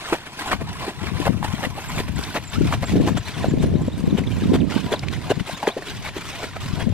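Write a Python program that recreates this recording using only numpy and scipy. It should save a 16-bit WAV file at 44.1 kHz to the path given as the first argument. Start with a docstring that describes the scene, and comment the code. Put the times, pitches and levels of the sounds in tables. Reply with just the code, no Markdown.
"""Bailing a muddy pool

Someone standing in a shallow pool bails it with a small bucket, nearly three times a second.
Each throw is a swish of stirred noise, a slap of dense patter with gulping, rising tones for trapped air,
and smaller slops and a steady trickle. The bucket rings as hollow, tuned noise.
Gusts buffet the two microphones of a camera on the bank: low rumble, flutter, thumps and one hoot.
Small birds chip in the field as short gliding tones, over a faint hush of noise."""
import sys
import numpy as np
from scipy import signal
from scipy.fft import rfft, irfft, next_fast_len
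from scipy.io import wavfile
from scipy.ndimage import map_coordinates

SR = 44100
rng = np.random.default_rng(int(sys.argv[2]) if len(sys.argv) > 2 else 0)


def transcribe(u):
    """Save the signal u as a 16-bit wav file named by the first command-line argument.

    u: samples, shape (n,) or (channels, n), limited to [-1, 1]; the rate is SR.
    q: integer samples, one column per channel.
    """
    v = np.clip(np.atleast_2d(u).T, -1, 1)
    q = np.round(v * 32767).astype(np.int16)
    wavfile.write(sys.argv[1], SR, q)


N = 305613  # length in samples

# Levels in the tables are relative: the functions add further gains when mixing.
# Throws of the bucket. Each row: landing in seconds, how long before it the bucket dips in seconds,
# dip length in seconds, dip level in dB, dip spray in dB, swash in dB, ring of the bucket in dB,
# slap length in seconds, thud in dB, splat in dB.
THROWS = [(0.132, .19, .026, -48, -59, -30.5, -44, 0.011, -20, -22.5),
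          (0.517, 0.14, 0.037, -35, -49, -31, -40, 0.017, -19.5, -20),
          (0.879, 0.19, 0.013, -33, -53, -33.5, -35.5, 0.017, -27.5, -36),
          (1.262, 0.25, 0.075, -33.5, -53, -32.5, -38, .017, -17, -25),
          (1.631, 0.19, 0.011, -32, -46, -33.5, -46, 0.024, -24, -26.5),
          (1.984, 0.32, 0.043, -46, -72, -33, -40, 0.021, -27, -25.5),
          (2.355, 0.19, 0.083, -35, -49, -36.5, -54, 0.023, -22.5, -25.5),
          (2.726, 0.2, 0.031, -35.5, -51, -34.5, -41, 0.021, -23, -25.5),
          (3.075, 0.2, 0.05, -32.5, -47, -35.5, -49, 0.015, -18, -25),
          (3.444, 0.19, 0.034, -36, -49, -34.5, -39, 0.016, -28, -41),
          (3.805, 0.19, 0.016, -38.5, -45, -70, -42.5, 0.014, -30.5, -63),
          (4.18, 0.2, 0.022, -54, -51, -43, -45, 0.011, -25.5, -27),
          (4.539, 0.216, 0.12, -37.5, -50.5, -40.5, -37.5, 0.021, -21.5, -25),
          (4.922, 0.21, 0.061, -31, -48.5, -39, -35, 0.022, -21, -25),
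          (5.303, 0.19, 0.03, -36, -53, -39.5, -36, 0.014, -23.5, -24.5),
          (5.678, .2, 0.044, -34, -47, -39.5, -30, 0.014, -23, -23.5),
          (6.048, 0.18, 0.054, -35.5, -49.5, -43.5, -46, 0.044, -49, -30.5),
          (6.432, 0.19, 0.047, -41, -47.5, -36, -38, 0.015, -30, -28.5),
          (6.8, 0.19, 0.063, -37, -47.5, -37, -38, 0.028, -33.5, -31.5)]
# Stray water falling back. Each row: start in seconds, length in seconds, thud in dB, splat in dB.
SLOPS = [(0.262, 0.013, -43, -34), (0.427, 0.029, -55, -44), (0.611, 0.0093, -28, -34),
         (0.808, .04, -32, -35), (1.43, 0.019, -33, -33), (1.769, 0.026, -34, -36),
         (2.082, 0.0087, -35, -32.5), (2.826, 0.019, -26, -29.5), (2.919, 0.0072, -41, -37),
         (3.172, 0.0066, -25, -24.5), (3.276, 0.013, -49, -31.5), (3.368, 0.019, -33, -43),
         (3.636, 0.013, -44, -36), (5.03, 0.011, -31, -34.5), (5.133, 0.0073, -49, -33.5),
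         (5.397, 0.008, -49, -32), (5.468, 0.0069, -53, -29), (5.631, 0.0061, -28, -33),
         (5.773, 0.0095, -28, -37), (5.822, 0.0079, -34, -37.5), (6.161, 0.023, -32, -31.5),
         (6.211, 0.0099, -52, -31), (6.562, 0.0095, -32.5, -35)]
# Large pockets of air trapped by landing water. Each row: start in seconds, level in dB, pitch in Hz.
GULPS = [(0.1245, -3.5, 347), (0.1314, -7, 408), (0.5303, -2.5, 1060), (0.614, -19.5, 398),
         (0.879, -14.5, 360), (1.2685, -5.5, 910), (1.2748, -10, 516), (1.28, -10, 880),
         (1.4277, -11.5, 910), (1.637, -20, 615), (2.002, -12.5, 390), (2.3626, -17, 674),
         (2.7259, -5, 1150), (2.832, -14, 570), (2.9558, -6, 380), (3.073, -7, 320), (3.083, -20, 764),
         (3.177, -14, 287), (3.4434, -5, 600), (3.64, -13, 510), (3.882, -12.5, 500), (4.184, -10, 425),
         (4.5207, -17, 416), (4.534, -3.5, 378), (4.552, -7, 417), (4.9199, -8.5, 396), (4.928, -10.5, 510),
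         (4.9369, -5.5, 575), (5.133, -22, 980), (5.303, -7, 377), (5.311, -4, 407), (5.3183, -4, 620),
         (5.629, -11, 865), (5.671, -8, 1940), (5.6725, -7.5, 780), (5.676, -2, 414), (6.062, -28, 620),
         (6.1646, -16, 340), (6.432, -22, 417), (6.442, -19, 474), (6.566, -20, 590)]
# Cavities that close with a bloop. Each row: start in seconds, first pitch in Hz, level in dB,
# cycles of ring, share by which the pitch rises in that time.
BLOOPS = [(0.127, 838, -15.5, 3.8, 1), (0.143, 653, -26, 8.1, 0.34), (0.51, 1190, -27, 11.6, 0.84),
          (0.673, 730, -38, 15.4, 0.53), (1.778, 700, -26.5, 7.2, 0.26), (2.557, 1250, -31, 16, 0.12),
          (2.886, 1000, -36, 4.7, .1), (4.238, 2070, -30.5, 10, .05), (4.766, 892, -30, 10, .05),
          (5.4942, 486, -23, 3.6, 0.83), (5.515, 1570, -32, 10, 0.043), (5.634, 850, -22.5, 6.3, 0.016),
          (5.766, 314, -18, 2.3, 0.98), (5.789, 370, -29.5, 3.7, 0.076), (5.823, 1730, -33, 9, 0.027),
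          (6.562, 1260, -33, 16, 0.035)]
# Single sharp drops. Each row: start in seconds, level in dB, middle pitch in Hz.
DROPS = [(2.238, -19.5, 4220), (2.556, -25, 2900), (4.993, -21, 4030), (5.084, -15.5, 3050)]
# Tone colour of the water sounds. Each row: frequency in Hz, relative level in dB.
THUD_COLOUR = [(120, -6), (250, 6.5), (380, -1), (700, 3.5), (1050, -7), (1500, -67), (3000, -32)]
SPLAT_COLOUR = [(600, -6), (1050, -7), (1800, -3), (3300, -6.5), (4600, -14), (8000, -50)]
SPRAY_COLOUR = [(2500, 2.5), (4500, -1), (6000, -1.5), (8000, -2.5), (11000, -6.5), (15500, -14.5)]
SLOSH_COLOUR = [(150, -50), (250, 1), (313, 3.5), (455, 1.5), (521, -18), (624, -0.5), (693, -3.5),
                (1150, -20), (1400, -0.5), (1920, -6.5), (2370, 0), (2590, -2), (3770, -2.5), (5250, -9),
                (9000, -20.5), (11700, -63), (19800, -120)]
GURGLE_COLOUR = [(300, 6), (450, -20), (700, 7), (1050, 9), (1600, -9), (2300, -7), (4000, -21)]
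# Rise and fall of the spray. Each row: time in seconds, level in dB.
SPRAY_LEVEL = [(0, -1), (.6, -2.5), (1.2, -1), (1.7, 0.5), (2.3, 2.5), (2.9, 2), (3.5, 0), (4.1, -0.5),
               (4.7, 1), (5.5, 1.5), (6.2, 1.5), (6.93, 0)]
# How hollow the stirred water sounds. Each row: time in seconds, lift of the gurgle in dB.
HOLLOWNESS = [(0, 4.5), (.5, 7), (1, 4), (1.5, 8.5), (2, 6.5), (2.5, 1.5), (3.3, 2.5), (4, 7), (5, 2),
              (5.7, 2.5), (6.3, 0), (6.93, 1.5)]
# The bucket's hollow, rung by the water. Each row: frequency in Hz, width in Hz, level in dB.
BUCKET_TONES = [(376, 53, -2), (670, 92, 1.5), (998, 43, 4), (1680, 78, -10.5)]
# How much the water's sound differs between the microphones.
# Each row: frequency in Hz, share from 0 (the same in both) to 1 (unrelated).
SCATTER = [(100, .3), (400, .07), (1000, .07), (2200, .22), (4000, .46), (15000, .58)]
# Bearing of the bucket. 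Each row: time in seconds, delay of the left microphone in milliseconds.
LEAD = [(0, 0.11), (1.5, 0.092), (2.3, 0.058), (3.5, 0.034), (4.5, 0.035), (6.93, 0.044)]
# Gusts. Each row: time in seconds, buffet in dB, left minus right in dB, flutter in dB.
WIND = [(0, -84, 1, -71), (.45, -51, 4, -73), (.54, -33, 11, -37), (.68, -34, 1, -68), (.93, -52, -3, -57),
        (1.01, -33.5, 17, -47), (1.3, -28.5, 13, -32.5), (1.7, -38, 16, -61), (1.8, -44.5, -5, -60),
        (1.95, -31, 1.5, -57), (2.2, -29, 15, -40), (2.27, -40, -8, -68), (2.52, -39.5, 17, -56),
        (2.6, -19, 3, -28.5), (2.8, -31.5, 5, -61), (2.97, -28, 1, -17), (3.17, -27, 5, -31),
        (3.25, -41.5, 8, -65), (3.38, -32.5, 6.5, -34), (3.67, -24, 4, -24), (3.94, -32.5, -8, -37),
        (4.12, -32, 17, -26.5), (4.29, -28.5, -8, -36.5), (4.56, -25.5, 2.5, -25), (4.76, -36.5, -22, -28),
        (4.95, -38.5, 0.5, -41.5), (5.1, -32, -15, -37.5), (5.4, -39.5, 11, -40), (5.62, -74, 6, -84),
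        (5.92, -39, 3.5, -47), (6.4, -45, -2, -68), (6.69, -33.5, 0, -69), (6.74, -30.5, 13, -37),
        (6.93, -25.5, 13, -28)]
# Tone colour of the wind. Each row: frequency in Hz, relative level in dB.
BUFFET_COLOUR = [(15, -33), (30, -13), (60, -3.5), (90, 2.5), (170, -3), (250, -12.5), (400, -33),
                 (800, -68), (2000, -83)]
FLUTTER_COLOUR = [(70, -49), (140, 5), (220, 3.5), (310, 1), (430, -8), (650, -13.5), (1000, -35),
                  (2500, -68)]
# The hardest eddies striking the microphones.
# Each row: start in seconds, level in dB, left minus right in dB, pitch in Hz before it wavers.
HARD_EDDIES = [(1.023, -19, 22, 204), (1.085, -22, 18, 167), (1.121, -16.5, 23, 187.6),
               (1.202, -15.5, 24, 232), (1.295, -5.5, 21, 193), (1.305, -10.5, 18, 211),
               (1.539, -14, 19, 174), (1.672, -17, 14, 229), (2.137, -23, 14, 250), (2.193, -13, 14, 213),
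               (2.612, -6, 12, 278.5), (2.637, -19, 18, 303), (2.648, -18, 0, 205), (2.662, -12.5, -4, 221),
               (2.707, -22, -2, 214), (2.941, -9.5, 14, 254), (2.962, -13, 3, 220), (2.982, -12, 0, 190),
               (3.001, -8, 11, 289), (3.046, -27, -6, 208), (3.486, -10, -6, 199.6),
               (3.518, -12.5, -6, 173), (3.54, -8.5, 3, 275), (3.576, -9, 4, 219), (3.602, -13, -16, 181),
               (3.64, -10, -3, 181.5), (3.663, -18, 0, 175), (3.741, -13.5, 3, 314), (3.755, -7, 9, 176),
               (3.815, -13, 8, 170), (3.881, -10.5, 8, 241), (4.041, -10.5, 18, 264), (4.078, -6.5, 2, 182),
               (4.128, -7.5, 0, 212), (4.151, -7.5, 20, 172), (4.435, -13, 1, 190), (4.458, -11, -4, 202),
               (4.496, -6.5, -3, 191), (4.521, -4, 13, 293), (4.603, -16, -8, 189), (4.62, -9.5, -16, 173),
               (4.631, -13, -23, 258), (4.765, -8, -20, 238), (4.864, -16, 2, 192), (5.376, -15, 27, 173),
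               (5.41, -13.5, 18, 181), (5.535, -24.5, 11.5, 112.5), (6.736, -12.5, 28, 167),
               (6.824, -13.5, 15, 196.5), (6.871, -8, 19, 202.4)]
# A gust sounding a microphone port. The one row: start in seconds, length in seconds, level in dB,
# left minus right in dB, pitch in Hz.
HOOT = (4.5, 0.14, -21, -22, 252)
# One bird's thin falling chips. Each row: start in seconds, level in dB, length in seconds,
# middle pitch in Hz.
CHIPS = [(1.883, -37.5, 0.015, 7540), (2.157, -36.5, 0.0081, 7740), (2.203, -45, .009, 7700),
         (2.452, -42, 0.0087, 7660), (2.471, -40, 0.018, 7300), (2.495, -38.5, .009, 7700),
         (2.854, -42, 0.022, 7460), (3.183, -41.5, 0.015, 7550), (3.481, -43, 0.03, 7280),
         (3.817, -49, 0.01, 7250), (3.876, -48, .009, 7350)]
# Another bird's slurred notes. Each row: start in seconds, level in dB, length in seconds,
# first pitch in Hz, last pitch in Hz.
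SLURS = [(3.252, -38.5, 0.026, 3750, 4460), (3.338, -37, 0.011, 3870, 2900), (3.42, -46, 0.027, 3450, 4000),
         (3.589, -44.5, .027, 3380, 4150), (3.747, -46.5, 0.025, 3520, 4150),
         (3.771, -49, 0.011, 4130, 3320), (3.917, -45, 0.024, 3350, 4050), (3.947, -45.5, .012, 3880, 3300),
         (4.096, -42, 0.019, 4200, 3300), (4.268, -37.5, 0.012, 4020, 3030), (4.43, -40, 0.021, 4050, 3430),
         (4.601, -38, 0.022, 4020, 2180), (4.778, -36, 0.019, 4240, 2550), (4.953, -37, 0.018, 4400, 3240),
         (5.122, -39, 0.023, 4040, 3070), (5.541, -40, .024, 3400, 3870), (5.707, -39, 0.023, 3320, 4050),
         (5.881, -39, 0.016, 3470, 4100), (5.899, -44, .013, 4000, 2900)]
# Tone colour of the field's hush. Each row: frequency in Hz, relative level in dB.
FIELD_COLOUR = [(30, 5), (150, 13), (500, -8), (850, -3), (1010, 4.5), (1200, -7), (3500, -5), (5500, -14),
                (15000, -41)]

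# A thrown sheet builds up more slowly than a slop.
THROW_RISE_S, SLOP_RISE_S = 0.0056, 0.004
SLAP_SPRAY_DB = -10  # fine spray of a slap, set from its splat
CRACK_DB, CRACK_S = -26, .0012  # water snaps shut over a pocket: level set from the gulp, decay
DIP_RISE_S, DIP_FALL_S = 0.011, 0.033  # the rim cuts into the pool
# The swash is full from SWASH_S before the landing, and the ring from POUR_S before it.
SWASH_S, SWASH_RISE_S, SWASH_FALL_S = 0.061, 0.13, 0.038
POUR_S, POUR_RISE_S, POUR_FALL_S = 0.034, 0.019, 0.022
SWASH_SPRAY_DB = -14.5  # set from the swash
TRICKLE_DB, TRICKLE_SPRAY_DB = -44.5, -56.5  # water running back all the time
BUCKET_SLAP_DB, BUCKET_SLOSH_DB = -12, -14  # gain of the hollow ring in the slaps and in the slosh
BUFFET_DB, FLUTTER_DB = 4, 3.5  # gains of the rumble and the flutter
# Ordinary eddies: level set from the buffet, spread of level, central pitch.
EDDIES_PER_S, EDDY_DB, EDDY_SCATTER_DB, EDDY_HZ = 8.7, 10.5, -2, 169
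HOOT_WIDTH_HZ = 30  # how far either side of its pitch the hoot reaches
CHIP_FALL_HZ = 550  # how far each chip falls
DUCK_DB, DUCK_RATIO, DUCK_S = -20, 0.29, 0.024  # gain control: threshold, dB lost per dB over it, memory
TOP_HZ = 15500  # band limit


def splashes(fall=0.0059, tail=0.042, tail_db=-23.0, lead=0.078, lead_db=-25):
    """Each sheet of water follows its leading drops, slaps down as a dense, bubbly patter and stops quickly."""
    t, power = np.arange(N) / SR, np.zeros((3, N))
    for s, rise, length, thud_db, splat_db in landings():
        db = [thud_db, splat_db, splat_db + SLAP_SPRAY_DB]
        near = slice(max(int((s - .1) * SR), 0), int((s + .25) * SR))
        before = np.maximum(s - t[near], 0)
        after = np.maximum(t[near] - s - length, 0)
        arrive = np.exp(-before / rise) + amp(lead_db) * np.exp(-before / lead)
        leave = np.exp(-after / fall) + amp(tail_db) * np.exp(-after / tail)
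        power[:, near] += (amp(db)[:, None] * arrive * leave) ** 2
    thud, splat, spray = np.sqrt(power)

    slap = coloured(patter(rate=1500, spread_db=3, smooth=.3), THUD_COLOUR)
    slap = unit(np.tanh(.7 * slap))
    hollow = bucket(patter(rate=1500, spread_db=2, smooth=.3))
    spatter = coloured(patter(rate=1300, spread_db=4.5, smooth=.2), SPLAT_COLOUR)
    spatter = patchy(spatter, depth_db=4, width=2, frames=3)
    mist = coloured(patter(rate=5000, spread_db=3.5, smooth=.6), SPRAY_COLOUR)
    mist = patchy(mist, depth_db=3, width=9, frames=2)
    fizz = bubbles(count=3000, centre_hz=1600, octaves=.55, cycles=6, spread_db=3)
    spatter = unit(spatter + amp(-6) * fizz)

    body = thud * (amp(-4.5) * slap + amp(BUCKET_SLAP_DB) * hollow)
    spray_level, = curves(SPRAY_LEVEL)
    return body + amp(-3.0) * splat * spatter + amp(spray_level) * spray * mist


def landings():
    """All water that hits the pool or bank: rows of (s, rise s, length s, thud dB, splat dB)."""
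    throws = [(s, THROW_RISE_S, *slap)
              for s, stroke, dip_s, dip, dip_spray, swash, ring, *slap in THROWS]
    slops = [(s, SLOP_RISE_S, *slap) for s, *slap in SLOPS]
    return throws + slops


def plops():
    """Large pockets of air gulp under the slaps, smaller ones bloop, and a few drops tick sharply."""
    track, t = np.zeros(N), np.arange(SR // 20) / SR
    for s, db, hz in GULPS:
        cavity = bubble(t, hz, cycles=1.9, glide=0.04, hold=1.8)
        # a second, higher pitch rings weakly with it
        cavity = cavity + 0.14 * bubble(t, hz * rng.uniform(1.4, 2.08), cycles=2.9, glide=0.165)
        crack = signal.lfilter([1], [1, -.8], rng.standard_normal(len(t))) * np.exp(-t / CRACK_S)
        add(track, s, amp(db - 0.4) * cavity)
        add(track, s + .5 / hz, amp(db + CRACK_DB) * crack)
    for s, hz, db, cycles, glide in BLOOPS:
        add(track, s, amp(db + 3) * bubble(t, hz, cycles, glide, hold=1.8))
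    for s, db, hz in DROPS:
        band = signal.butter(2, [hz * .7, hz * 1.3], "bandpass", fs=SR, output="sos")
        snap = unit(signal.sosfilt(band, rng.standard_normal(len(t))))
        add(track, s, amp(db - 1.5) * snap * np.exp(-t / .0016))
    return np.array([track, np.roll(track, SR // 500)])  # the scattered copy is 2 ms late


def slosh():
    """Bucket and legs churn the pool: crackle, gurgle, bubbles, droplets and spray, in small spurts."""
    slosh_gain, spray_gain = stirring()
    hollow_db, = curves(HOLLOWNESS)
    spray_level, = curves(SPRAY_LEVEL)
    surge = spurts(rate=90, life=.007, steady=1.2)
    churn = coloured(patter(rate=2000, spread_db=4.2, smooth=.35), SLOSH_COLOUR)
    churn = patchy(churn, depth_db=3.5, width=1.5, frames=4)
    gurgle = coloured(patter(rate=700, spread_db=3, smooth=.2), GURGLE_COLOUR)
    gurgle = patchy(gurgle, depth_db=4, width=1.5, frames=4)
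    hollow = bucket(patter(rate=500, spread_db=3, smooth=.2))
    fizz = bubbles(count=3000, centre_hz=2350, octaves=.44, cycles=12, spread_db=4)
    droplets = bubbles(count=560, centre_hz=1500, octaves=.55, cycles=11, spread_db=3.5)
    cloud = amp(-7.3) * fizz + amp(-10.3) * droplets
    spray = coloured(patter(rate=4500, spread_db=4, smooth=.7), SPRAY_COLOUR)
    spray = patchy(spray, depth_db=4, width=2.5, frames=3)

    body = amp(-3.0 - .5 * hollow_db) * churn  # more gurgle means less crackle
    body += amp(hollow_db - 12.0) * gurgle
    body += amp(BUCKET_SLOSH_DB) * hollow
    body += np.array([cloud, np.roll(cloud, SR // 150)])
    return surge * (slosh_gain * body + amp(spray_level + 7.5) * spray_gain * spray)


def stirring():
    """Gains of slosh and spray: each stroke dips the bucket, then a swash builds until the water lands."""
    dips, dip_sprays, swashes = np.zeros((3, N))
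    for s, stroke, dip_s, dip_db, spray_db, swash_db, ring_db, *slap in THROWS:
        dip = swell(s - stroke, dip_s, DIP_RISE_S, DIP_FALL_S)
        swash = swell(s - SWASH_S, SWASH_S + slap[0], SWASH_RISE_S, SWASH_FALL_S)
        dips += (amp(dip_db) * dip) ** 2
        dip_sprays += (amp(spray_db) * dip) ** 2
        swashes += (amp(swash_db) * swash) ** 2
    water = dips + swashes + amp(TRICKLE_DB) ** 2
    spray = dip_sprays + swashes * amp(SWASH_SPRAY_DB) ** 2 + amp(TRICKLE_SPRAY_DB) ** 2
    return np.sqrt(water), np.sqrt(spray)


def pouring():
    """As the water runs out over the rim, the emptying bucket rings."""
    gain = np.zeros(N)
    for s, *stroke, ring_db, length, thud, splat in THROWS:
        gain += amp(ring_db) * swell(s - POUR_S, POUR_S + length, POUR_RISE_S, POUR_FALL_S)
    return gain * bucket(patter(rate=900, spread_db=2, smooth=.2))


def bucket(x):
    """x ringing in the bucket's hollow, at rms 1; the pitch drifts with the water inside."""
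    def response(f):
        total = 0
        for k, (centre, width, db) in enumerate(BUCKET_TONES):
            resonance = 1j * f * width / (centre ** 2 - f ** 2 + 1j * f * width)
            total = total + (-1) ** k * amp(db) * resonance
        return total
    ring = filtered(x, response)
    # reading the sound at a wandering pace bends its pitch
    drift = np.arange(N) + .0011 * SR * wobble(12)
    return unit(np.array([np.interp(drift, np.arange(N), row) for row in ring]))


def microphones(pair):
    """Direct sound reaches the right microphone first; what the banks scatter differs between the two."""
    def response(hz):
        share = np.clip(along(SCATTER, hz), 0, 1) / 2
        return np.sqrt([1 - share, share])
    direct, scattered = filtered(pair, response)
    lead_ms, = curves(LEAD)
    left = map_coordinates(direct + scattered, [np.arange(N) - lead_ms * SR / 1000], order=5)
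    return np.array([left, direct - scattered])


def wind():
    """Wind hits each microphone separately: a lumpy rumble, and a rough flutter that follows the gusts."""
    buffet_db, pan_db, flutter_db = curves(WIND)
    lumps = unit(amp(4 * np.tanh([wobble(45), wobble(45)])))
    rumble = coloured(rng.standard_normal((2, N)), BUFFET_COLOUR)
    flutter = coloured(patter(rate=220, spread_db=1.5, smooth=.17), FLUTTER_COLOUR)
    gusts = amp(buffet_db + BUFFET_DB) * rumble + amp(flutter_db + FLUTTER_DB) * flutter
    sides = amp([pan_db / 2, -pan_db / 2])
    return lumps * gusts * sides / np.sqrt(np.mean(sides ** 2, axis=0))


def eddies(rise_cycles=0.58, fall_cycles=0.99, waver=0.51):
    """A strong eddy is a thump of a few uneven pressure swings, wavering apart at the two microphones."""
    pair, t = np.zeros((2, N)), np.arange(-SR // 40, SR // 16) / SR
    knot_times = np.linspace(t[0], t[-1], 64)
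    for s, db, pan_db, hz in list(HARD_EDDIES) + ordinary_eddies():
        shape = np.exp(np.minimum(t * hz / rise_cycles, -t * hz / fall_cycles))
        sides = unit(amp([pan_db / 2, -pan_db / 2]))
        wavers = np.clip(rng.standard_normal((2, 64)), -2, 1)
        for track, side, knots in zip(pair, sides, wavers):
            pace = hz * np.exp(waver * np.interp(t, knot_times, knots))
            swings = np.sin(2 * np.pi * np.cumsum(pace) / SR)
            add(track, s + t[0], amp(db + 2.5) * side * shape * swings)
    return pair


def ordinary_eddies():
    """Eddies at uneven times, whose level and side follow the wind: rows like those of HARD_EDDIES."""
    count = int(EDDIES_PER_S * N / SR)
    chance = rng.uniform(-0.92, 1, (count, 3))
    s = (np.arange(count) + .5 + chance[:, 0] / 2) / EDDIES_PER_S
    times, buffet_db, pan_db, flutter_db = np.transpose(WIND)
    db = np.interp(s, times, buffet_db) + EDDY_DB + EDDY_SCATTER_DB * chance[:, 1]
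    hz = EDDY_HZ * 2 ** (0.724 * chance[:, 2])
    return list(zip(s, db, np.interp(s, times, pan_db), hz))


def hoot():
    """One steady gust draws a low, breathy note, a narrow band of noise, from the right microphone's port."""
    s, length, db, pan_db, hz = HOOT
    noise = rng.standard_normal((2, N))
    note = unit(filtered(noise, lambda f: 1 / (1 + ((f - hz) / HOOT_WIDTH_HZ) ** 4)))
    sides = unit(amp([[pan_db / 2], [-pan_db / 2]]))
    return amp(db) * sides * swell(s, length, rise=.03, fall=0.0071) * note


def birds():
    """Each note is one short, slightly rough glide, blurred by the grass on its way."""
    track = np.zeros(N)
    half = CHIP_FALL_HZ / 2
    chips = [(s, db, length, hz + half, hz - half) for s, db, length, hz in CHIPS]
    for s, db, length, first_hz, last_hz in chips + list(SLURS):
        u = np.linspace(0, 1, max(int(length * SR), 8))
        hz = first_hz + (last_hz - first_hz) * u
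        shape = np.sqrt(4 * u * (1 - u))
        add(track, s, amp(db + 4.5) * shape * np.sin(2 * np.pi * np.cumsum(hz) / SR))
    t = np.arange(SR // 10) / SR
    grass = rng.standard_normal((2, len(t))) * np.exp(-t / .008)
    grass = grass / np.linalg.norm(grass[0])
    blurred = signal.fftconvolve(track[None], grass, axes=1)[:, :N]
    roughness = unit(amp(2.3 * wobble(700)))
    return (amp(-2.7) * track + amp(-9.5) * blurred) * roughness


def field():
    """The faint hush of the field is steady, coloured noise."""
    return amp(-45) * coloured(rng.standard_normal((2, N)), FIELD_COLOUR)


def bubble(t, hz, cycles, glide, hold=1):
    """An air pocket rings, its pitch rising as it nears the surface; hold over 1: rings on, then stops short."""
    age = t * hz / cycles
    pitch = hz * (1 + glide * np.minimum(age, 3))
    tone = np.sin(2 * np.pi * np.cumsum(pitch, axis=-1) / SR)
    return tone * np.exp(-age ** hold) * (1 - np.exp(-2 * t * hz))


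def bubbles(count, centre_hz, octaves, cycles, spread_db):
    """A cloud of small bubbles at random times, of rms 1."""
    when, size = rng.random((2, count, 1))
    hz = np.clip(centre_hz * 2 ** (octaves * rng.standard_normal((count, 1))), 350, 6000)
    k = np.arange(1200)
    loudness = amp(spread_db * np.minimum(-np.log(size), 3))
    rings = loudness * bubble(k / SR, hz, cycles, glide=0.028)
    places = (when * N).astype(int) + k
    return unit(np.bincount(places.ravel(), rings.ravel(), minlength=N)[:N])


def patter(rate, spread_db, smooth):
    """Two rows of tiny random impacts of uneven size on a share of smooth noise."""
    hits = rng.random((2, N)) < rate / SR
    sizes = amp(spread_db * np.minimum(rng.exponential(size=(2, N)), 3))
    sizes = sizes * rng.choice([-1, 1], (2, N))
    return unit(unit(hits * sizes) + smooth * rng.standard_normal((2, N)))


def patchy(x, depth_db, width, frames):
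    """Changing cavities and drop clusters lift short patches of the spectrum."""
    z = signal.stft(x, nperseg=512)[2]
    bins, steps = np.indices(z.shape[1:])
    grid = rng.standard_normal((260, 1300))
    patches = map_coordinates(grid, [bins / width, steps / frames], order=1, mode="wrap")
    lifted = z * amp(depth_db * unit(patches))
    return unit(signal.istft(lifted, nperseg=512)[1][:, :N])


def spurts(rate, life, steady):
    """An envelope of rms 1: clumps of drops start abruptly and die away over a steady share."""
    kicks = (rng.random(N) < rate / SR) * rng.uniform(.3, 1, N)
    return unit(steady + signal.lfilter([1], [1, -np.exp(-1 / (life * SR))], kicks))


def swell(start, hold, rise, fall):
    """An envelope that grows until start, holds and dies away; all in seconds."""
    t = np.arange(N) / SR
    growing = np.minimum((t - start) / rise, 0)
    dying = np.minimum((start + hold - t) / fall, 0)
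    return np.exp(np.maximum(growing + dying, -20))


def amp(db):
    """Decibels to gain."""
    return 10 ** (np.asarray(db) / 20)


def unit(x):
    """Scale to rms 1."""
    return x / np.sqrt(np.mean(x ** 2) + 1e-20)


def along(points, hz):
    """(Hz, value) points read on a log axis."""
    f, v = np.transpose(points)
    return np.interp(np.log(hz + 1), np.log(f + 1), v)


def curves(rows):
    """One value per sample for each column after the time."""
    s, *cols = np.transpose(rows)
    return [np.interp(np.arange(N) / SR, s, c) for c in cols]


def wobble(rate):
    """A smooth random curve, rate knots a second."""
    return map_coordinates(rng.standard_normal(8192), [np.arange(N) * rate / SR], mode="wrap")


def filtered(x, response):
    """x times a response of frequency."""
    m = next_fast_len(N + 8192)
    return irfft(rfft(x, m) * response(np.fft.rfftfreq(m, 1 / SR)), m)[..., :N]


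def coloured(x, spectrum):
    """x given a spectrum, at rms 1."""
    return unit(filtered(x, lambda hz: amp(along(spectrum, hz))))


def add(track, s, sound):
    """Mix a sound into a track at time s."""
    part = track[max(round(s * SR), 0):][:len(sound)]
    part += sound[:len(part)]


def scene():
    """Water and the hush of the field, slightly louder on the left, with birds and wind."""
    water = splashes() + plops() + slosh() + pouring()
    heard = microphones(water + field()) * amp([[.3], [-.3]])
    return heard + birds() + wind() + eddies() + hoot()


def record(dry):
    """The camera eases its gain down as loud moments build, rounds off peaks and cuts above its band limit."""
    keep = np.exp(-1 / (DUCK_S * SR))
    power = signal.lfilter([1 - keep], [1, -keep], np.mean(dry ** 2, axis=0))
    ducked = dry * amp(0.54) * (1 + power / amp(DUCK_DB) ** 2) ** (-DUCK_RATIO / 2)
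    rounded = ducked / (1 + np.abs(ducked / .9) ** 6) ** (1 / 6)
    return filtered(rounded, lambda hz: hz < TOP_HZ)


dry = scene()
out = record(dry)
transcribe(out)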